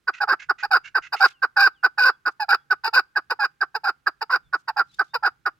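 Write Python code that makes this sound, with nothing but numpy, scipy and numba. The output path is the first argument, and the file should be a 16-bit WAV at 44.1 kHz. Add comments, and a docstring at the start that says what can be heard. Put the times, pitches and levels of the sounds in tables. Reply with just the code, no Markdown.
"""A chukar partridge calls close by from a wicker cage on a field: chuck, chu-kar, again and again.
Short chucks, soft upbeats and long accented notes each keep one shape; twice the pair is slurred.
The syrinx starts on a high voice and breaks into a rough low one that sags; both ring throat and beak.
Soft hisses fall between the first notes. Small birds whistle far off over faint rustles, light wind
and the murmur of a very quiet field."""
import sys
import numpy as np
from scipy import signal
from scipy.fft import rfft, irfft
from scipy.io import wavfile
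from scipy.ndimage import uniform_filter1d
from numba import njit

SR = 44100
rng = np.random.default_rng(int(sys.argv[2]) if len(sys.argv) > 2 else 0)


def unload_wav(signal):
    """Save mono or channel-first audio to the path in sys.argv[1] as 16-bit WAV at rate SR, clipped to [-1, 1]."""
    wavfile.write(
        sys.argv[1],
        SR,
        np.round(np.clip(np.atleast_2d(signal).T, -1, 1) * 32767).astype(np.int16),
    )


N = 246519
TOP_HZ = 16100
LEAD_S = .012  # silence ahead of each note


def partridge():
    """Run of chucks, chus, kars and slurs; reaches the left microphone first."""
    # each: start/s, end/s, level/dB, voice break after start/s, high voice/Hz, roughness/0-1, treble/dB
    chucks = [(.072, .107, -14.5, 0.00563, 862.5, 0.32, -20), (.489, .525, -11.5, .008, 839.6, 0.53, -20),
              (.945, .996, -14, 0.01026, 830, 0.25, -19), (1.42, 1.462, -12, 0.00865, 750.3, 0.4, -20.5),
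              (1.83, 1.877, -11, 0.0142, 780, 0.41, -20), (2.254, 2.301, -15.5, 0.01264, 810, 0.73, -18.5),
              (2.702, 2.744, -12, 0.01245, 755, 0.31, -19), (3.154, 3.198, -15, 0.01595, 788, 0.26, -19),
              (3.607, 3.649, -15.5, 0.0156, 723, 0.49, -20.5),
              (4.062, 4.097, -14.5, 0.0113, 775.4, 0.61, -19), (4.527, 4.566, -14, 0.0064, 789, 0.54, -22),
              (4.987, 5.029, -13, 0.01453, 755, 0.32, -23), (5.455, 5.492, -12, 0.00885, 780, 0.62, -19.5)]
    chus = [(.204, .252, -17.5, 0.0351, 800, 0.61, -16.5), (.628, .664, -19, 0.028, 850.1, 0.54, -13),
            (1.123, 1.161, -20.5, 0.0297, 856.2, 0.66, -10), (2.397, 2.448, -22.5, 0.094, 853, 0.11, -13.5),
            (2.837, 2.892, -21, 0.039, 919, 0.51, -8.5), (3.299, 3.337, -21, 0.00946, 866, 0.52, -11.5),
            (3.745, 3.778, -22.5, 0.01217, 877.8, .49, -12), (4.21, 4.24, -20, 0.0118, 884.4, .44, -11),
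            (4.676, 4.712, -18.5, .069, 897, 0.52, -15), (5.136, 5.174, -19.5, 0.01213, 827, 0.5, -10.5)]
    kars = [(.274, .35, -14, 0.012, 802, 0.61, -19), (.707, .784, -10.5, 0.0382, 772, 0.21, -17),
            (1.2, 1.273, -8, 0.0365, 793, 0.27, -15.5), (2.484, 2.561, -10, 0.0442, 815, .35, -14.5),
            (2.93, 3.009, -12.5, 0.01137, 831, 0.31, -12), (3.391, 3.469, -14, 0.04506, 820, 0.21, -16),
            (3.836, 3.91, -15, 0.0476, 803, .37, -17.5), (4.296, 4.375, -15.5, 0.0242, 919, 0.5, -17.5),
            (4.763, 4.827, -13.5, 0.0365, 806, 0.42, -19.5), (5.226, 5.292, -13, 0.031, 802, 0.47, -18.5)]
    # start/s, end/s, level/dB, voice break after start/s
    slurs = [(1.562, 1.688, -12, .08), (1.976, 2.113, -13.5, .028)]
    chuck = dict(rise_db=4, crest=.33, fall_db=7.5, overshoot=.08, end_hz=272.8,  # short, loud early
                 throat_hz=1458, onset_db=-15.5, lower_db=-8)
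    chu = dict(rise_db=0, crest=.19, fall_db=3.5, overshoot=.1, end_hz=433.26,  # hollow upbeat
               throat_hz=1454, onset_db=-3.5, lower_db=-1)
    kar = dict(rise_db=10, crest=.598, fall_db=5, overshoot=.045, end_hz=268.96,  # long, swelling
               throat_hz=1494.1, onset_db=-.5, lower_db=-9)
    slur = dict(rise_db=2.5, crest=.91, fall_db=2, overshoot=.11, end_hz=290.7,  # chu-kar in one
                throat_hz=1444.5, onset_db=-9.5, lower_db=-8.5, high_hz=803, rough=.33, treble_db=-13.5)
    out = np.zeros((2, N))
    for rows, shape in (chucks, chuck), (chus, chu), (kars, kar), (slurs, slur):
        for start_s, end_s, *voice in rows:
            add(out, start_s - LEAD_S, note(end_s - start_s, *voice, **shape))
    return np.array([out[0], np.roll(out[1], 2)])


def note(length_s, db, break_s, high_hz, rough, treble_db,
         rise_db, crest, fall_db, overshoot, end_hz, throat_hz, onset_db, lower_db):
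    """One note: syrinx through throat and beak, swelling and fading with the air pressure."""
    # throat passband: f/Hz, gain/dB
    passband = [(120, -12), (290, 0), (1750, 0), (2100, -4.5), (3200, -9.5), (6000, -20.5)]
    t = np.arange(int((length_s + 3 * LEAD_S) * SR)) / SR - LEAD_S
    sag = np.clip((t - length_s) / .026 + 1, 0, 1.15)  # membranes slacken as pressure drops
    waver = 1 + .025 * wobble(len(t), 45)
    source, low_voice = syrinx(t, length_s, sag, waver, break_s, high_hz, end_hz, rough, overshoot)
    balance_db = np.interp(t, [.007, .022], [onset_db, lower_db])  # lower resonances as the beak opens
    body = throat(source, low_voice, t, sag, waver, throat_hz, balance_db, onset_db > lower_db)
    pressure = air_pressure(t, length_s, db, rise_db, crest, fall_db)
    # soft pulses and a closed beak carry less treble
    drive = air_pressure(t, length_s, db, .19 * rise_db, crest, .19 * fall_db)
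    muffle_db = -4 * sag ** 2 - .14 * np.maximum(balance_db - lower_db, 0)
    bite = drive * (drive / drive.max()) ** .69 * undb(muffle_db)
    turbulence = unit(colour(rng.standard_normal(len(t)), [(2500, -19.5), (5000, -10.5), (9000, -3.5)]))
    rasp = steady(beak(unit(source) + undb(3) * turbulence), .024)
    treble = rasp * unit(bite) * np.sqrt(np.mean(pressure ** 2))
    return undb(1.4425) * colour(pressure * body, passband) + undb(treble_db + 2) * treble


def air_pressure(t, length_s, db, rise_db, crest, fall_db,
                 attack_s=.0075, release_s=.01217, threshold_db=-36, flutter_db=1.695):
    """Attack from the voicing threshold, swell to the crest (share of the length), fall, release."""
    held_s = length_s - release_s
    crest_s = np.clip(crest * length_s, attack_s, held_s)
    times_s = [-LEAD_S, -.002, 0, attack_s, crest_s, held_s,
               length_s, length_s + .0099, length_s + 2 * LEAD_S]
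    levels_db = [-100, -68, threshold_db, db - rise_db, db, db - fall_db, threshold_db, -60, -100]
    return undb(np.interp(t, times_s, levels_db) + flutter_db * wobble(len(t), 130))


def syrinx(t, length_s, sag, waver, break_s, high_hz, end_hz, rough, overshoot, low_hz=513.83):
    """High voice starts sharp, settles, breaks into the low. Returns the mix and the gated low voice."""
    low_share = .5 + .5 * np.tanh((t - break_s) / .0013)
    settle = 1 - .035 * t / length_s + overshoot * np.exp(-np.maximum(t, 0) / .01586)
    high_pitch_hz = high_hz * waver * settle * (1 - .14 * sag ** 2)
    high = (1 - .85 * low_share) * membrane(high_pitch_hz, rough + .06)
    low_pitch_hz = (low_hz + (end_hz - low_hz) * sag) * (1 + .035 * wobble(len(t), 60))
    low_rough = rough * np.clip(1 - 1.05 * sag, .2, 1)  # the sag runs clean
    low = (low_share + .54 * rough) * membrane(low_pitch_hz, low_rough)
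    return high + low, low * low_share


def membrane(hz, rough, jitter=.11, shimmer=.993):
    """One side of the syrinx: uneven pulses, each with a puff of air."""
    n = len(hz)
    uneven_hz = hz * (1 + jitter * rough * wobble(n, 498.78))
    phase = 2 * np.pi * (np.cumsum(uneven_hz) / SR + rng.random())
    harmonic = np.arange(1, 48)[:, None]
    pulses = unit(np.sum(np.cos(harmonic * phase) * (harmonic * hz < TOP_HZ), axis=0))
    puffs = unit((1 + np.cos(phase)) ** 2 * rng.standard_normal(n))
    return pulses * np.exp(shimmer * rough * np.tanh(wobble(n, 400))) + rough * puffs


def throat(source, low_voice, t, sag, waver, throat_hz, balance_db, starts_closed):
    """Main resonance arches as the beak opens and shuts; lower ones and the chest ring beneath."""
    # lower resonances: f/Hz, width/Hz, gain/dB, left minus right/dB
    modes = [(839.7, 253, 5, -5), (1155.4, 120, 5, -2)]
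    # grows as the throat relaxes
    shoulder = resonate(source, throat_hz * (.88 - .0067 * sag), 300) * undb(-9 + 11.13 * sag)
    opening = np.exp(-np.maximum(t, 0) / .04555) * starts_closed
    arch = 1.04 - .1199 * sag ** 1.406 - .1903 * opening
    main = pan(unit(resonate(source, throat_hz * arch * waver, width_hz=93.9) + shoulder), -3)
    chest = pan(undb(-5.5) * resonate(low_voice, 368.5, width_hz=260), -3.5)
    lower = sum(pan(undb(db) * resonate(source, hz, width_hz), pan_db)
                for hz, width_hz, db, pan_db in modes)
    return steady(main + undb(balance_db + 10.23 * (sag - 1)) * unit(chest + lower), .004)


def beak(x):
    """Resonances of windpipe and open beak, parted by deep valleys; each is beamed its own way."""
    # f/Hz, half width/Hz, gain/dB, left minus right/dB, right lag/rad
    modes = [(1976.5, 150, -18.5, -2.5, -2.5), (2401, 250, -11, -7, 1.6), (2521, 310, -6.5, 3.5, 1.18),
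             (2900.6, 190, -15, 5, 1.5), (3943, 360, -10, 4.5, 0.6526), (4400, 150, -14, 5, 0),
             (4737.1, 170, 6, 14, 0), (5082.5, 322.4, -5, 7, -0.68), (5588, 520, -25.5, 9.5, -0.35),
             (7341.6, 571, -29, 3, -0.1165), (9735, 550, -38, 0.5, -1), (11882, 1000, -25, 9.5, -1.34),
             (15000, 1500, -35, 2, -2.5)]
    f = np.fft.rfftfreq(len(x), 1 / SR)
    peaks = 0
    for hz, half_width_hz, db, pan_db, lag_rad in modes:
        peak = undb(db) * np.exp(-((f - hz) / half_width_hz) ** 2)
        peaks = peaks + pan(peak, pan_db) * np.exp(-1j * np.array([[0], [lag_rad]]))
    floor = undb(-49.5) * (f > modes[0][0])
    return irfft(rfft(x) * (peaks + floor), len(x))


def hisses(length_s=.06, bands_hz=(1530, 2100, 2600)):
    """Soft hisses in three broad bands, varied each time; they start quickly and thin out."""
    # t/s, level/dB
    events = [(.134, -39), (.393, -40.5), (.583, -40), (.839, -39.5), (1.019, -38), (1.16, -39),
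              (1.265, -48.5)]
    # f/Hz, level/dB
    spectrum = [(400, -38), (1000, -16), (1500, -6), (2900, -7), (3800, -15), (5000, -19.5), (6800, -20.5),
                (8500, -45), (14000, -67)]
    out = np.zeros((2, N))
    t = np.arange(int((length_s + .054) * SR)) / SR
    times_s = [0, .01, length_s - .004, length_s + .0079, length_s + .061]
    shape_db = np.interp(t, times_s, [-30, 2, -4, -20, -45])
    for start_s, db in events:
        centres_hz = np.array(bands_hz) * (1 + .058 * rng.standard_normal(len(bands_hz)))
        noise = colour(rng.standard_normal(len(t)) + .5 * rng.standard_normal((2, len(t))), spectrum)
        bands = np.array([sum(resonate(side, hz, 420) for hz in centres_hz) for side in noise])
        envelope = undb(db + shape_db + 2.7 * wobble(len(t), 120))
        add(out, start_s - .004, pan(unit(noise + 2.1 * bands), -5.5) * envelope)
    return out


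def reflections(sound, ring_hz=1580):
    """Bars scatter the treble, the cage rings briefly, ground and bushes return a faint dull tail."""
    t = np.arange(SR * 3 // 4) / SR
    fade = lambda t60_s: np.exp(-np.log(1000) * t / t60_s)
    unit_energy = lambda h: unit(h) / np.sqrt(len(t))
    build_up = np.minimum(t / .027, 1)
    scatter = lambda t60_s: unit_energy(rng.standard_normal((2, len(t))) * fade(t60_s) * build_up)
    highpass = signal.butter(2, 2300, "high", fs=SR, output="sos")
    lowpass = signal.butter(1, 2500, fs=SR, output="sos")
    ring = undb(-45) * unit_energy(np.sin(2 * np.pi * ring_hz * t) * fade(t60_s=.033))
    bars = signal.sosfilt(highpass, undb(-9) * scatter(t60_s=.024))
    far = signal.sosfilt(lowpass, undb(-44) * scatter(t60_s=.61))
    near = undb(-33) * scatter(t60_s=.17)
    return signal.fftconvolve(sound, bars + ring + near + far, axes=1)[:, :N]


def far_birds():
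    """Small birds whistle glides that level off."""
    # t/s, length/s, first f/Hz, last f/Hz, level/dB
    whistles = [(1.299, .11, 4170, 2740, -63), (1.726, 0.108, 4270, 2757, -66.5),
                (2.117, 0.0526, 3550, 3360, -70), (2.55, 0.102, 3400, 3360, -72.5),
                (4.429, .07, 3640, 3500, -70.5), (4.888, .039, 4300, 3874, -60.5),
                (4.925, 0.04, 3300, 3700, -58), (5.081, 0.0602, 3300, 3680, -65.5)]
    out = np.zeros((2, N))
    for start_s, length_s, first_hz, last_hz, db in whistles:
        progress = np.linspace(0, 1, int(length_s * SR))
        glide_hz = last_hz + (first_hz - last_hz) * (1 - progress) ** 2.8
        hz = glide_hz * (1 + .014 * wobble(len(progress), 500))
        add(out, start_s, undb(db) * np.sin(np.pi * progress) * np.sin(2 * np.pi * np.cumsum(hz) / SR))
    return out


def rustles():
    """Faint flickering swells of broad noise."""
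    # t/s, length/s, centre f/Hz, level/dB
    events = [(1.14, .2, 3403, -48.5), (2.306, 0.0254, 5000, -66.5), (4.558, 0.07, 5055, -68),
              (4.83, 0.309, 3900, -65), (4.941, 0.0153, 5400, -56)]
    out = np.zeros((2, N))
    for start_s, length_s, hz, db in events:
        n = int(length_s * SR)
        grain = np.array([unit(resonate(rng.standard_normal(n), hz, 1.2 * hz)) for _ in range(2)])
        add(out, start_s, grain * np.sin(np.linspace(0, np.pi, n)) * undb(db + 3.5 * wobble(n, 200)))
    return out


def field(gust_s=.06):
    """Low outdoor murmur, puffs of wind on the microphones, thin even hiss."""
    # t/s, level/dB
    murmur_levels = [(0.0, -82.5), (0.45, -78.5), (3.92, -80.5), (4.78, -75.5), (4.97, -71), (5.59, -79.5)]
    # t/s, rise/dB
    gusts = [(.491, 15.5), (.726, 16.5), (1.003, 20.5), (4.474, 17)]
    # f/Hz, level/dB
    air_spectrum = [(60, -9), (300, 1.5), (700, -10.5), (1400, -3), (2500, -7.5), (5000, -13.5),
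                    (9000, -19), (15000, -23)]
    murmur_spectrum = [(30, -27), (55, -3), (95, -7.5), (140, 2.5), (200, -10.5), (500, -23.5),
                       (1500, -51)]
    wind_spectrum = [(15, -11), (50, .5), (100, -5), (300, -34.5), (1000, -62.5)]
    t = np.arange(N) / SR
    noise = lambda spread: rng.standard_normal(N) + spread * rng.standard_normal((2, N))
    murmur = unit(colour(noise(.5), murmur_spectrum))
    murmur *= undb(np.interp(t, *np.transpose(murmur_levels)) + 3 + 2.1 * wobble(N, 4.5))
    gust_db = sum(rise_db * np.exp(-((t - at_s) / gust_s) ** 2) for at_s, rise_db in gusts)
    wind = unit(colour(noise(2), wind_spectrum)) * undb(-80 + gust_db + 2 * wobble(N, 4.4))
    air = unit(colour(noise(.95), air_spectrum)) * undb(-73)
    return pan(murmur, -1) + pan(wind, -6) + pan(air, -4.5)


def undb(db):
    return 10 ** (np.asarray(db) / 20)


def unit(x):
    """Scale to rms 1."""
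    return x / np.sqrt(np.mean(x ** 2) + 1e-18)


def pan(x, db):
    """Constant-power pan; db is left minus right."""
    return x * undb(np.array([[db], [-db]]) / 2) / np.sqrt(np.cosh(db * np.log(10) / 10))


def add(out, start_s, x):
    """Mix x into out from start_s on."""
    i = max(int(start_s * SR), 0)
    out[:, i:i + x.shape[-1]] += x[..., :N - i]


def colour(x, points):
    """Filter by (f/Hz, gain/dB) points."""
    hz, db = np.transpose(points)
    f = np.maximum(np.fft.rfftfreq(x.shape[-1], 1 / SR), 1)
    return irfft(rfft(x) * undb(np.interp(np.log(f), np.log(hz), db)), x.shape[-1])


def wobble(n, hz):
    """Random drift of spread 1, hz new values a second."""
    at = np.arange(n) * hz / SR
    return np.interp(at, np.arange(1024), rng.standard_normal(1024)) * np.sqrt(3 / 2)


@njit
def svf(x, hz, width_hz):
    """State-variable band-pass with a moving centre."""
    y, band_state, low_state = np.empty(len(x)), 0., 0.
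    for i in range(len(x)):
        g, damping = np.tan(np.pi * hz[i] / SR), width_hz / hz[i]
        band = (band_state + g * (x[i] - low_state)) / (1 + g * (g + damping))
        band_state = 2 * band - band_state
        low_state += 2 * g * band
        y[i] = damping * band
    return y


def resonate(x, hz, width_hz):
    """Steep resonance: two band-passes in series."""
    centre_hz = np.minimum(hz, SR * .45) * np.ones(len(x))
    return svf(svf(x, centre_hz, float(width_hz)), centre_hz, float(width_hz))


def steady(x, window_s):
    """Hold stereo sound near level 1, keeping flutter faster than the window."""
    size = max(int(window_s * SR), 1)
    power = uniform_filter1d(uniform_filter1d(np.mean(x ** 2, axis=0), size), size)
    return x / np.sqrt(.93 * power + .07 * power.mean())


def scene():
    close = partridge() + hisses()
    return close + reflections(close) + far_birds() + rustles() + field()


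def record(dry):
    """Clip at full scale, low-pass at TOP_HZ."""
    return signal.sosfilt(signal.ellip(10, .1, 80, TOP_HZ, fs=SR, output="sos"), np.clip(dry, -1, 1))


dry = scene()
out = record(dry)
unload_wav(out)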